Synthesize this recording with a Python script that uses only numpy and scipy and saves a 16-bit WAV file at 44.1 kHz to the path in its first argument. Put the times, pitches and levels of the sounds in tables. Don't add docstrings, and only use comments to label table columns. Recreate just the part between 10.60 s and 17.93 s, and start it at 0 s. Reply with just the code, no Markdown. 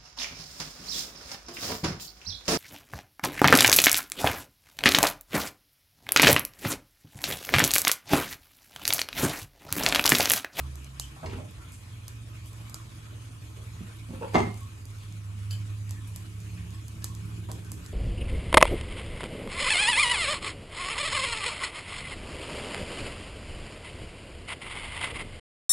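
import sys
import numpy as np
from scipy import signal
from scipy.fft import rfft, irfft, next_fast_len
from scipy.io import wavfile
from scipy.ndimage import uniform_filter1d

SR = 44100
rng = np.random.default_rng(int(sys.argv[2]) if len(sys.argv) > 2 else 0)


def how_loud(loudness_db):
    steps = np.asarray(loudness_db, float) / 20
    return 10 ** steps


def generate_wav(sig):
    pcm = np.round(np.clip(np.atleast_2d(sig).T, -1, 1) * 32767).astype(np.int16)
    wavfile.write(sys.argv[1], SR, pcm)


N = 323246


def evened(x):
    return x / np.sqrt(np.mean(x ** 2) + 1e-20)


def read(points, hz):
    f, value = np.transpose(points)
    return np.interp(np.log(hz + 1), np.log(f + 1), value)


def curves(rows, t):
    s, *columns = np.transpose(rows)
    return [np.interp(t, s, c) for c in columns]


def add(mix, s, sound):
    part = mix[..., round(s * SR):][..., :sound.shape[-1]]
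    part += sound[..., :part.shape[-1]]


def highpass(x, order, hz):
    return signal.sosfilt(signal.butter(order, hz, "high", fs=SR, output="sos"), x)


def wander(rate_hz, size):
    smooth = [1, -np.exp(-2 * np.pi * rate_hz / SR)]
    once = signal.lfilter([1], smooth, rng.standard_normal(size))
    return evened(signal.lfilter([1], smooth, once))


def tinted(x, shape_db):
    return irfft(rfft(x) * how_loud(shape_db(np.fft.rfftfreq(len(x), 1 / SR))), len(x))


def noise(field_db, size):
    frames, hz = 4 * N // size + 5, np.fft.rfftfreq(size, 1 / SR)
    a, b = rng.standard_normal((frames, len(hz), 2, 2)).T
    shape = how_loud(field_db(hz[:, None], np.arange(frames) * size / 4 / SR))
    return signal.istft((a + 1j * b) * shape, nperseg=size, noverlap=3 * size // 4)[1][:, :N]


def patches(hz, t, wide, long):
    blots = rng.standard_normal((len(t), len(hz))).T
    return evened(uniform_filter1d(uniform_filter1d(blots, wide, 0), long, 1))


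def tone(turn_hz, db):
    t = np.arange(len(turn_hz)) / SR
    turn = 2 * np.pi * np.cumsum(turn_hz) / SR + 0.45 * wander(2.4, size=len(t))
    fade = np.minimum(1, np.minimum(t + 0.0073, t[-1] - t + 0.0053) / 0.014)
    return np.sqrt(2) * how_loud(db + 2.14 * wander(2.0, size=len(t))) * np.sin(turn) * fade


def ring(modes, pitch=1, contact=.001, count=8192):
    t = np.arange(count) / SR
    force = rng.standard_normal(count) * np.exp(-t / contact)
    force /= np.linalg.norm(force)
    share = np.maximum(uniform_filter1d(abs(rfft(force)), size=5), .4)
    sines = np.zeros(count)
    for hz, db, t60 in modes:
        mode_hz = hz * pitch
        sines += how_loud(db - 60 * t / t60) * np.sin(2 * np.pi * mode_hz * t) / share[int(mode_hz * count / SR)]
    return signal.fftconvolve(sines, force)[:count]


# (frequency [Hz], level [dB])
HISS_COLOUR = [(300, -9), (830, -14), (1100, -8.5), (1500, -13), (2000, -15.5), (2600, -12.5), (4000, -16),
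               (5500, -17.5), (6800, -16), (8500, -18.5), (11000, -20), (14000, -23), (16000, -31),
               (16500, -40)]
# (time [s], level [dB])
FRYING = [
    (0.0, -58),
    (0.53, -58),
    (1.73, -58.5),
    (2.06, -57),
    (2.86, -58),
    (3.88, -56),
    (4.04, -57),
    (4.22, -58.5),
    (7.33, -57),
]
# (frequency [Hz], width [Hz], lift [dB])
PAN_RINGS = [(1004, 31, 3.5), (1500, 27.5, 5.5), (1798, 21, 5.5), (2212, 53, 4.5), (2463, 68, 5),
             (2930, 81, 2.5), (3330, 68, 3.5)]


def hiss():
    def field(hz, t):
        level_db = curves(FRYING, t)[0] - 22.72
        tilt_db = -0.55 + 0.11 * t
        rings = sum(db / (1 + ((hz - f) / width) ** 2) for f, width, db in PAN_RINGS)
        flicker = 0.94 * evened(uniform_filter1d(rng.standard_normal(len(t)), 6))
        blots = 2.47 * patches(hz, t, wide=5, long=16)
        tilted = tilt_db * np.log2((hz + 50) / 4000)
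        return read(HISS_COLOUR, hz) + level_db + tilted + rings + blots + flicker
    steam = noise(field, size=512)
    ticks_per_s, tick_t60_s = 60, 0.0032
    ticks = how_loud(3.9 * np.minimum(rng.exponential(1, N), 3)) * (rng.random(N) < ticks_per_s / SR)
    crackle = signal.oaconvolve(ticks, how_loud(-60 * np.arange(400) / SR / tick_t60_s))[:N]
    return how_loud(20) * steam * (1 + 0.2 * crackle)


def load(t):
    from_s, full_s = 4.9, 6.9
    return np.clip((t - from_s) / (full_s - from_s), 0, 1)


# (frequency [Hz], level [dB])
RUMBLE_COLOUR = [(20, -26), (40, -56), (70, 4), (110, -1.5), (150, -8), (220, -13.5), (320, -13),
                 (480, -26.5), (900, -68)]


def rumble():
    t = np.arange(N) / SR
    low = noise(lambda hz, t: read(RUMBLE_COLOUR, hz) + 2.7 * patches(hz, t, wide=3, long=8), size=2048)
    return evened(low) * how_loud(-50.5 + 5 * load(t))


# (time [s], frequency [Hz], level [dB])
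DEPARTING = [
    (0, 72, -36),
    (.18, 69.9, -37),
    (.3, 65.7, -47),
    (0.451, 61.6, -45),
    (.62, 57.3, -58),
]


def departing_vehicle():
    s = np.arange(DEPARTING[0][0], DEPARTING[-1][0], 1 / SR)
    out = np.zeros(N)
    add(out, s[0], tone(*curves(DEPARTING, s)))
    return out


# (start [s], end [s], start pitch [Hz], end pitch [Hz], level [dB])
DRONES = [
    (0, 0.56, 130, 133, -49.5),
    (0.7, 7.33, 93.4, 93.6, -49.5),
    (1.1, 4.9, 62, 80, -53),
    (4.5, 7.33, 76, 72, -48),
    (4.5, 6.15, 178.5, 175, -53.5),
    (6.3, 7.33, 173, 173.5, -53),
    (1, 2.7, 141, 141.2, -66),
    (1.6, 3.4, 140, 166, -65),
    (4.55, 5.35, 170, 130, -66),
    (6.55, 7.33, 190, 120, -56.5),
]


def drones():
    out = np.zeros(N)
    for start, end, from_hz, to_hz, db in DRONES:
        share = np.linspace(0, 1, round((end - start) * SR))
        swell_db = -4 * np.maximum(1 - share / 0.75, 0) * (start > .1)
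        add(out, start, tone(from_hz + (to_hz - from_hz) * share, db + swell_db))
    return out


# (time [s], firing rate [Hz], level [dB])
ENGINE = [(0.66, 109.9, -47), (0.92, 112.4, -51), (1.13, 111.9, -51.5), (1.37, 111.5, -47),
          (2.94, 110.9, -48), (3.21, 108.5, -47), (3.73, 105.7, -40.5), (3.77, 106.1, -34),
          (4.0, 106.1, -42.5), (4.82, 102.3, -36.5), (5.86, 105.3, -41), (6.36, 108.5, -40.5),
          (7.22, 106.7, -42), (7.33, 110.7, -49)]
# (multiple of the firing rate, idle level [dB], gain under load [dB])
ENGINE_ORDERS = [(.42, -60.5, 0), (2, -72, 12.5), (3, -74.5, 10.5), (4, -79.5, 13)]


def engine():
    t = np.arange(ENGINE[0][0], ENGINE[-1][0], 1 / SR)
    firing_hz, level_db = curves(ENGINE, t)
    out = np.zeros(N)
    add(out, t[0], tone(firing_hz, level_db))
    for multiple, db, load_db in ENGINE_ORDERS:
        add(out, t[0], tone(multiple * firing_hz, db + load_db * load(t)))
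    return out


# (time [s], level [dB], body frequency [Hz],
# contact [s])
BUMPS = [(.56, -43.5, 1020, 0.056), (.629, -36.5, 656, 0.012), (.645, -35.5, 400, 0.022),
         (3.773, -36, 154, 0.009), (3.866, -28, 150, 0.0074), (.63, -38, 980, 0.039),
         (0.659, -37, 4270, 0.0095), (.661, -33, 2000, 0.0066), (.697, -41, 2500, .004),
         (.708, -43, 2500, 0.015), (0.755, -43, 2600, 0.0071), (0.688, -47, 5000, .006),
         (.66, -39, 377, 0.03), (.67, -31, 119, 0.02), (.73, -32.5, 254, 0.008), (.76, -34, 197, 0.012),
         (0.73, -43, 3400, 0.0077), (0.734, -35.5, 1500, 0.011), (.778, -38.5, 620, 0.018),
         (.798, -40, 585, 0.011), (0.82, -39, 122, 0.052), (2.52, -46, 440, 0.035),
         (2.964, -45.5, 375, 0.057), (3.205, -36.5, 187.1, 0.014), (3.485, -36, 199, 0.03),
         (3.506, -37.5, 240, 0.011), (3.536, -31, 170, 0.015), (3.53, -48, 520, 0.025),
         (3.545, -44, 1300, .018), (3.565, -39, 251.3, 0.015), (3.585, -54, 1150, .01),
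         (3.612, -43, 520, 0.0092), (4.907, -36, 4930, 0.008), (5.473, -40.5, 10900, 0.013),
         (.7, -57, 3500, 0.018), (1.125, -44.5, 8000, 0.038), (1.865, -45, 10200, 0.027),
         (0, -49, 10150, 0.023), (5.972, -43, 2130, 0.052), (4.398, -48, 3200, 0.093),
         (6.421, -42, 4800, 0.0057), (6.95, -47, 380, .04), (7.02, -51, 1300, 0.046), (7.1, -49, 330, 0.11),
         (6.885, -40, 446.5, 0.024), (6.888, -35, 766, 0.017)]


def bumps():
    out, t = np.zeros(N), np.arange(8192) / SR
    soft_ends = np.clip(np.minimum(t / .0006, (t[-1] - .03 - t) / .05), 0, 1)
    for s, db, body_hz, contact in BUMPS:
        def body(hz):
            peak = 15.3 / (1 + ((hz - body_hz) / (0.78 * body_hz)) ** 2)
            return peak - 6 * abs(np.log2((hz + 20) / body_hz))
        rise = np.minimum(t / (0.072 * contact), 1)
        push = rng.standard_normal(8192) * rise * np.exp(-t / contact)
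        push = tinted(push, body) * soft_ends
        add(out, s, how_loud(db) * push / abs(push).max())
    return out


# (time [s], peak level [dB], dullness [dB per octave])
SPITS = [(0.155, -30, 0), (0.244, -35.5, 4), (0.3969, -13, 2.5), (0.909, -37.5, -11), (1.1201, -35, -3),
         (1.4802, -25, 1), (1.859, -35, -15), (1.931, -35, 1), (2.096, -30, 0), (2.1428, -20, 4),
         (3.3693, -40, 1), (3.7373, -33, 3.8), (3.9419, -34, 3), (3.974, -38, -6), (4.006, -36, -8),
         (4.0317, -38, 3.8), (4.2537, -31.5, -1), (4.524, -35, 4), (5.293, -32.5, 4), (5.3082, -23, 2),
         (5.5601, -22.5, -0.5), (5.802, -36, 2), (6.105, -37, 0), (6.281, -33, -4), (6.4423, -15.5, 2.5),
         (6.5497, -30.5, 3), (6.915, -21.5, 1), (7.1172, -21, -1.5), (7.2616, -29, 9), (7.047, -37, 3.5)]
# (frequency [Hz], level [dB])
SPIT_COLOUR = [(250, -16), (600, -36), (1200, -6), (2600, -11.5), (4200, 4), (5800, 8.5), (7600, 12),
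               (9300, 3.5), (11000, 5.5), (13000, 7), (15500, 4), (16450, -13), (16600, -60)]


def spits():
    out, bare, t = np.zeros(N), np.zeros(N), np.arange(4096) / SR - .002
    late = np.maximum(t - .001, 0)
    thud = np.sin(2 * np.pi * 1050 * late) * how_loud(-60 * late / 0.0048)
    for s, db, dull in SPITS:
        def colour(hz):
            return read(SPIT_COLOUR, hz) - np.clip(dull, -4, 4) * np.log2(np.maximum(hz, 3000) / 7000)
        splutter, fizz = rng.standard_normal((2, 4096)) * (t > 0)
        snap = tinted(1. * (np.arange(4096) == 90), colour)
        burst = .12 * splutter * how_loud(-60 * t / .005)
        burst += how_loud(-19.5 - 60 * t / 0.014) * fizz
        burst[[90, 96, 131, 448, 470]] += [-1., .3, .3, .12, -.1]
        burst = tinted(burst, colour)
        add(out, s - .001, how_loud(db) * (burst / abs(burst).max() + how_loud(-14.5) * thud))
        add(bare, s - .001, how_loud(db) * snap / abs(snap).max())
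    return out, bare


# (time [s], level [dB], frequency [Hz], length [s])
BUBBLES = [
    (0.411, -45, 3000, 0.014),
    (0.43, -45, 3116, 0.013),
    (0.995, -54, 1408, 0.063),
    (4.005, -51.5, 1124, 0.061),
    (5.357, -50, 1710, 0.04),
    (6.11, -57, 1080, 0.082),
    (6.414, -51, 1725, 0.041),
    (6.464, -53, 1070, 0.073),
    (7.046, -57.5, 1499, 0.049),
]


def bubbles():
    out = np.zeros(N)
    for s, db, hz, length in BUBBLES:
        t = np.arange(0, length, 1 / SR)
        pitch_hz = hz * (1 + 0.04 * wander(115.0, size=len(t)))
        turn = 2 * np.pi * np.cumsum(pitch_hz) / SR
        level = how_loud(db - 3.5 + 2.6 * wander(60.0, size=len(t)))
        add(out, s, level * np.sin(turn) * signal.windows.tukey(len(t), .4))
    return out


# (time [s], level [dB], frequency [Hz], time to fall 60 dB [s])
KNOCKS = [(.629, -36.5, 650, 0.13), (0.66, -39, 960, 0.086), (0.72, -41, 830, 0.11), (.73, -41, 390, 0.13),
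          (0.62, -38, 150, 0.23), (0.65, -42.5, 398, 0.37), (0.65, -31, 84, 0.21), (0.63, -42, 242, 0.33),
          (.7, -36, 94, 0.57), (.735, -40, 50, .3), (.745, -43, 449, .15), (.755, -41.5, 250, 0.22),
          (0.85, -43, 590, .08), (.797, -39, 595, 0.087), (.79, -39, 144, 0.31), (0.97, -36.5, 66.6, 0.27),
          (3.207, -39.5, 215, 0.092), (3.207, -45, 320, 0.066), (3.5, -36.5, 230, .15),
          (3.535, -33.5, 158, .15), (3.53, -41, 528, 0.14), (3.545, -50, 940, .12),
          (3.748, -13.5, 376, 0.045), (3.753, -24, 2078, 0.11), (3.849, -44.5, 1900, 0.17),
          (3.745, -28, 1319, .04), (3.757, -22, 902, 0.066), (3.762, -20, 241.7, 0.14),
          (3.774, -21.5, 152, 0.068), (3.77, -27.5, 75, .25), (3.865, -38, 105, 0.096),
          (3.821, -35, 2120, 0.18), (3.61, -36, 480, .1), (3.629, -32, 540, 0.11), (3.62, -38, 950, .1),
          (3.776, -28, 690, 0.062), (3.803, -21, 390, 0.093)]


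def knocks():
    out, t = np.zeros(N), np.arange(SR // 2) / SR
    rise = 1 - np.exp(-t / 0.0027)
    for s, db, hz, t60 in KNOCKS:
        add(out, s, how_loud(db - 60 * t / t60) * rise * np.sin(2 * np.pi * hz * t))
    return out


# (frequency [Hz], level [dB], time to fall 60 dB [s])
LID = [(216, -18, 0.068), (405.4, -6, 0.04), (520, -0.5, 0.047), (551, 1.5, 0.03), (880, -5, 0.072),
       (913, -4, 0.065), (1324, -12, .05), (1600, -26, .05), (2600, -15, 0.04)]
# (time [s], level [dB], contact [s])
LID_TAPS = [
    (3.61, -39, 0.008),
    (3.622, -34.5, 0.0056),
    (3.646, -37.5, .005),
    (3.628, -32, 0.008),
    (3.68, -46, 0.0053),
]


def rattling_lid():
    out = np.zeros(N)
    for s, db, contact in LID_TAPS:
        add(out, s, how_loud(db) * ring(LID, 1.0, contact))
    return out


# (frequency [Hz], level [dB], time to fall 60 dB [s])
POT = [(153, -14.5, 0.092), (239, -10, 0.044), (360, -16, 0.06), (405, -14, 0.085), (474, -26, 0.047),
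       (634, -31, 0.07), (706, -30, 0.07), (775, -29, 0.059), (890, -15, 0.07), (962, -22, 0.072),
       (1297, -19, 0.045), (2064, -22, 0.17), (2030, -33, 0.3), (3200, -30.5, 0.09)]
# (frequency [Hz], level [dB])
CLATTER = [(35, -45), (90, -24), (150, -8), (200, -15), (350, 2), (500, -4.5), (800, 1), (1100, -4.5),
           (1500, -14), (2100, -9.5), (2800, -20.5), (3700, -23.5), (5300, -28), (6400, -27.5), (9000, -41),
           (14000, -56)]
# (time [s], level [dB], contact [s], dullness [dB per octave])
POT_BLOWS = [(3.735, -29, 0.0039, 4), (3.7432, -20, 0.0051, -2), (3.7486, -11.5, 0.003, -0.5),
             (3.7543, -5.5, 0.004, 0), (3.765, -19, 0.0023, -3.5), (3.776, -19, 0.0028, 7),
             (3.7815, -20, 0.0024, -3), (3.79, -29.5, 0.004, -7.5), (3.838, -32, 0.006, -1),
             (3.803, -20, 0.0038, -3), (3.82, -35, 0.0089, 3), (3.869, -34.5, 0.01, 3)]


def pot_set_down():
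    pot, t = np.zeros(N), np.arange(8192) / SR
    for s, db, contact, dull in POT_BLOWS:
        blow = tinted(rng.standard_normal(8192), lambda hz: read(CLATTER, hz) - dull * np.log2((hz + 50) / 500))
        blow *= np.minimum(t / 0.00086, 1) * np.exp(-t / contact)
        add(pot, s, how_loud(db) * blow / abs(blow).max())
        add(pot, s, how_loud(db) * ring(POT, 1, contact))
    return highpass(pot, 4, 135)


# (frequency [Hz], level [dB], time to fall 60 dB [s])
CUTLERY = [(1649, -12, 0.084), (3032, -6, 0.053), (4726, 0.5, 0.013), (7180, -8.5, 0.022),
           (7590, -11, 0.053), (10300, -9, .015), (11800, -12, 0.013), (13200, -10, 0.021)]
# (time [s], level [dB], pitch factor)
CLINKS = [
    (4.909, -35.5, 1.005),
    (4.926, -40, 1.01),
    (5.973, -50, 0.93),
    (6.144, -44.5, 1.1),
]


def cutlery():
    out = np.zeros(N)
    for s, db, pitch in CLINKS:
        add(out, s, how_loud(db) * ring(CUTLERY, pitch, 0.007))
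    return out


def cookware():
    return highpass(bumps() + rattling_lid() + cutlery() + pot_set_down(), 2, 60)


# (frequency [Hz], time to fall 60 dB [s])
KITCHEN = [(100, 0.44), (400, 0.29), (1000, 0.32), (3000, 0.29), (8000, 0.3), (15000, 0.28)]


def kitchen(x):
    taps = np.zeros((2, SR))
    at = np.arange(200, SR - 20, 20) + rng.integers(0, 20, (2, (SR - 201) // 20))
    np.put_along_axis(taps, at, rng.choice([-1., 1.], at.shape), 1)
    hz, t, z = signal.stft(taps, SR, nperseg=256)
    tail = signal.istft(z * how_loud(-60 * t / read(KITCHEN, hz)[:, None]), SR, nperseg=256)[1]
    return signal.fftconvolve(x[None], tail / np.linalg.norm(tail[0]), axes=1)[:, :N]


def standing_waves(pair, depth_db=5.0, count=150):
    size = next_fast_len(N)
    hz = np.fft.rfftfreq(size, 1 / SR)
    ripple = evened(uniform_filter1d(rng.standard_normal((2, len(hz))), count))
    ripple_db = depth_db * ripple * hz / (hz + 300) / (1 + hz / 4000)
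    return irfft(rfft(pair, size) * how_loud(ripple_db), size)[:, :N]


# (frequency [Hz], likeness 0 to 1)
ALIKE = [(60, .98), (160, .93), (270, .6), (450, .15), (5800, .1), (7000, .6), (8000, .75), (8500, .92),
         (9600, .9), (11000, .82), (13300, .75), (14000, .9)]
# (frequency [Hz], phase [radians])
LEAD = [(150, -.1), (400, -.5), (800, -1.6), (2200, -1.6), (3400, -.5), (4200, .9), (4800, -.5),
        (5300, -2.2), (6200, -.2), (7000, -.5), (8800, 0), (10000, .6), (12000, 1.5), (13500, 2.3),
        (14200, 2.8), (15500, 3.1)]
# (frequency [Hz], level [dB])
BALANCE = [(100, -0.37), (300, -1), (700, -1.5), (2000, 1.5), (5000, 0.5), (8000, 0)]


def ports(pair):
    size = next_fast_len(N)
    a, b = rfft(pair, size)
    hz = np.fft.rfftfreq(size, 1 / SR)
    same = np.clip(read(ALIKE, hz), 0, 1)
    side = how_loud(read(BALANCE, hz) / 2)
    right = (same * a + np.sqrt(1 - same ** 2) * b) * np.exp(-1j * read(LEAD, hz))
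    return irfft([a * side, right / side], size)[:, :N]


def scene():
    steady = standing_waves(hiss() + rumble())
    motors = departing_vehicle() + drones() + engine()
    (fat, snaps), far, sung = spits(), cookware() + knocks(), bubbles()
    wet = kitchen(how_loud(-2.5) * snaps + how_loud(-3.0) * far + how_loud(-1.0) * sung)
    return ports(wet + fat + how_loud(-1.5) * far + sung + motors + steady)


def joint_stereo(x, weaker_db=9.0, snap_db=6.5):
    lead_in, window = 205, np.sin(np.pi * (np.arange(2048) + .5) / 2048)
    pair = np.pad([x[0] + x[1], x[0] - x[1]], ((0, 0), (lead_in, 0))) / 2
    z = signal.stft(pair, SR, window, nperseg=2048, noverlap=1024)[2]
    bands, band = z[:, :1024].reshape(2, 32, 32, -1), np.arange(32)[:, None]
    power_db = 10 * np.log10((abs(bands) ** 2).sum(2) + 1e-20)
    weak = (power_db < power_db[::-1] - weaker_db) & (band >= 10)
    weak = weak | (band >= np.array([20, 23])[:, None, None])
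    z[:, :1024] = (bands * ~weak[:, :, None]).reshape(2, 1024, -1)
    thinned = signal.istft(z, SR, window, nperseg=2048, noverlap=1024)[1][:, lead_in:lead_in + N]
    treble = highpass(x, 4, 9000)
    level = np.sqrt(abs(uniform_filter1d((treble ** 2).sum(0), size=128)))
    jumps = 1. * (level > how_loud(snap_db) * uniform_filter1d(level, size=2048))
    widened = 1. * (uniform_filter1d(jumps, size=128) > 0)
    snap = uniform_filter1d(widened, size=128)
    mid, side = snap * pair[:, lead_in:] + (1 - snap) * thinned
    return np.array([mid + side, mid - side])


def roll_off(x):
    return signal.sosfilt(signal.butter(12, 16490, fs=SR, output="sos"), x)


def record(dry):
    ceiling = .6
    limited = ceiling * np.tanh(dry / ceiling)
    return roll_off(joint_stereo(limited))


dry = scene()
out = record(dry)
generate_wav(out)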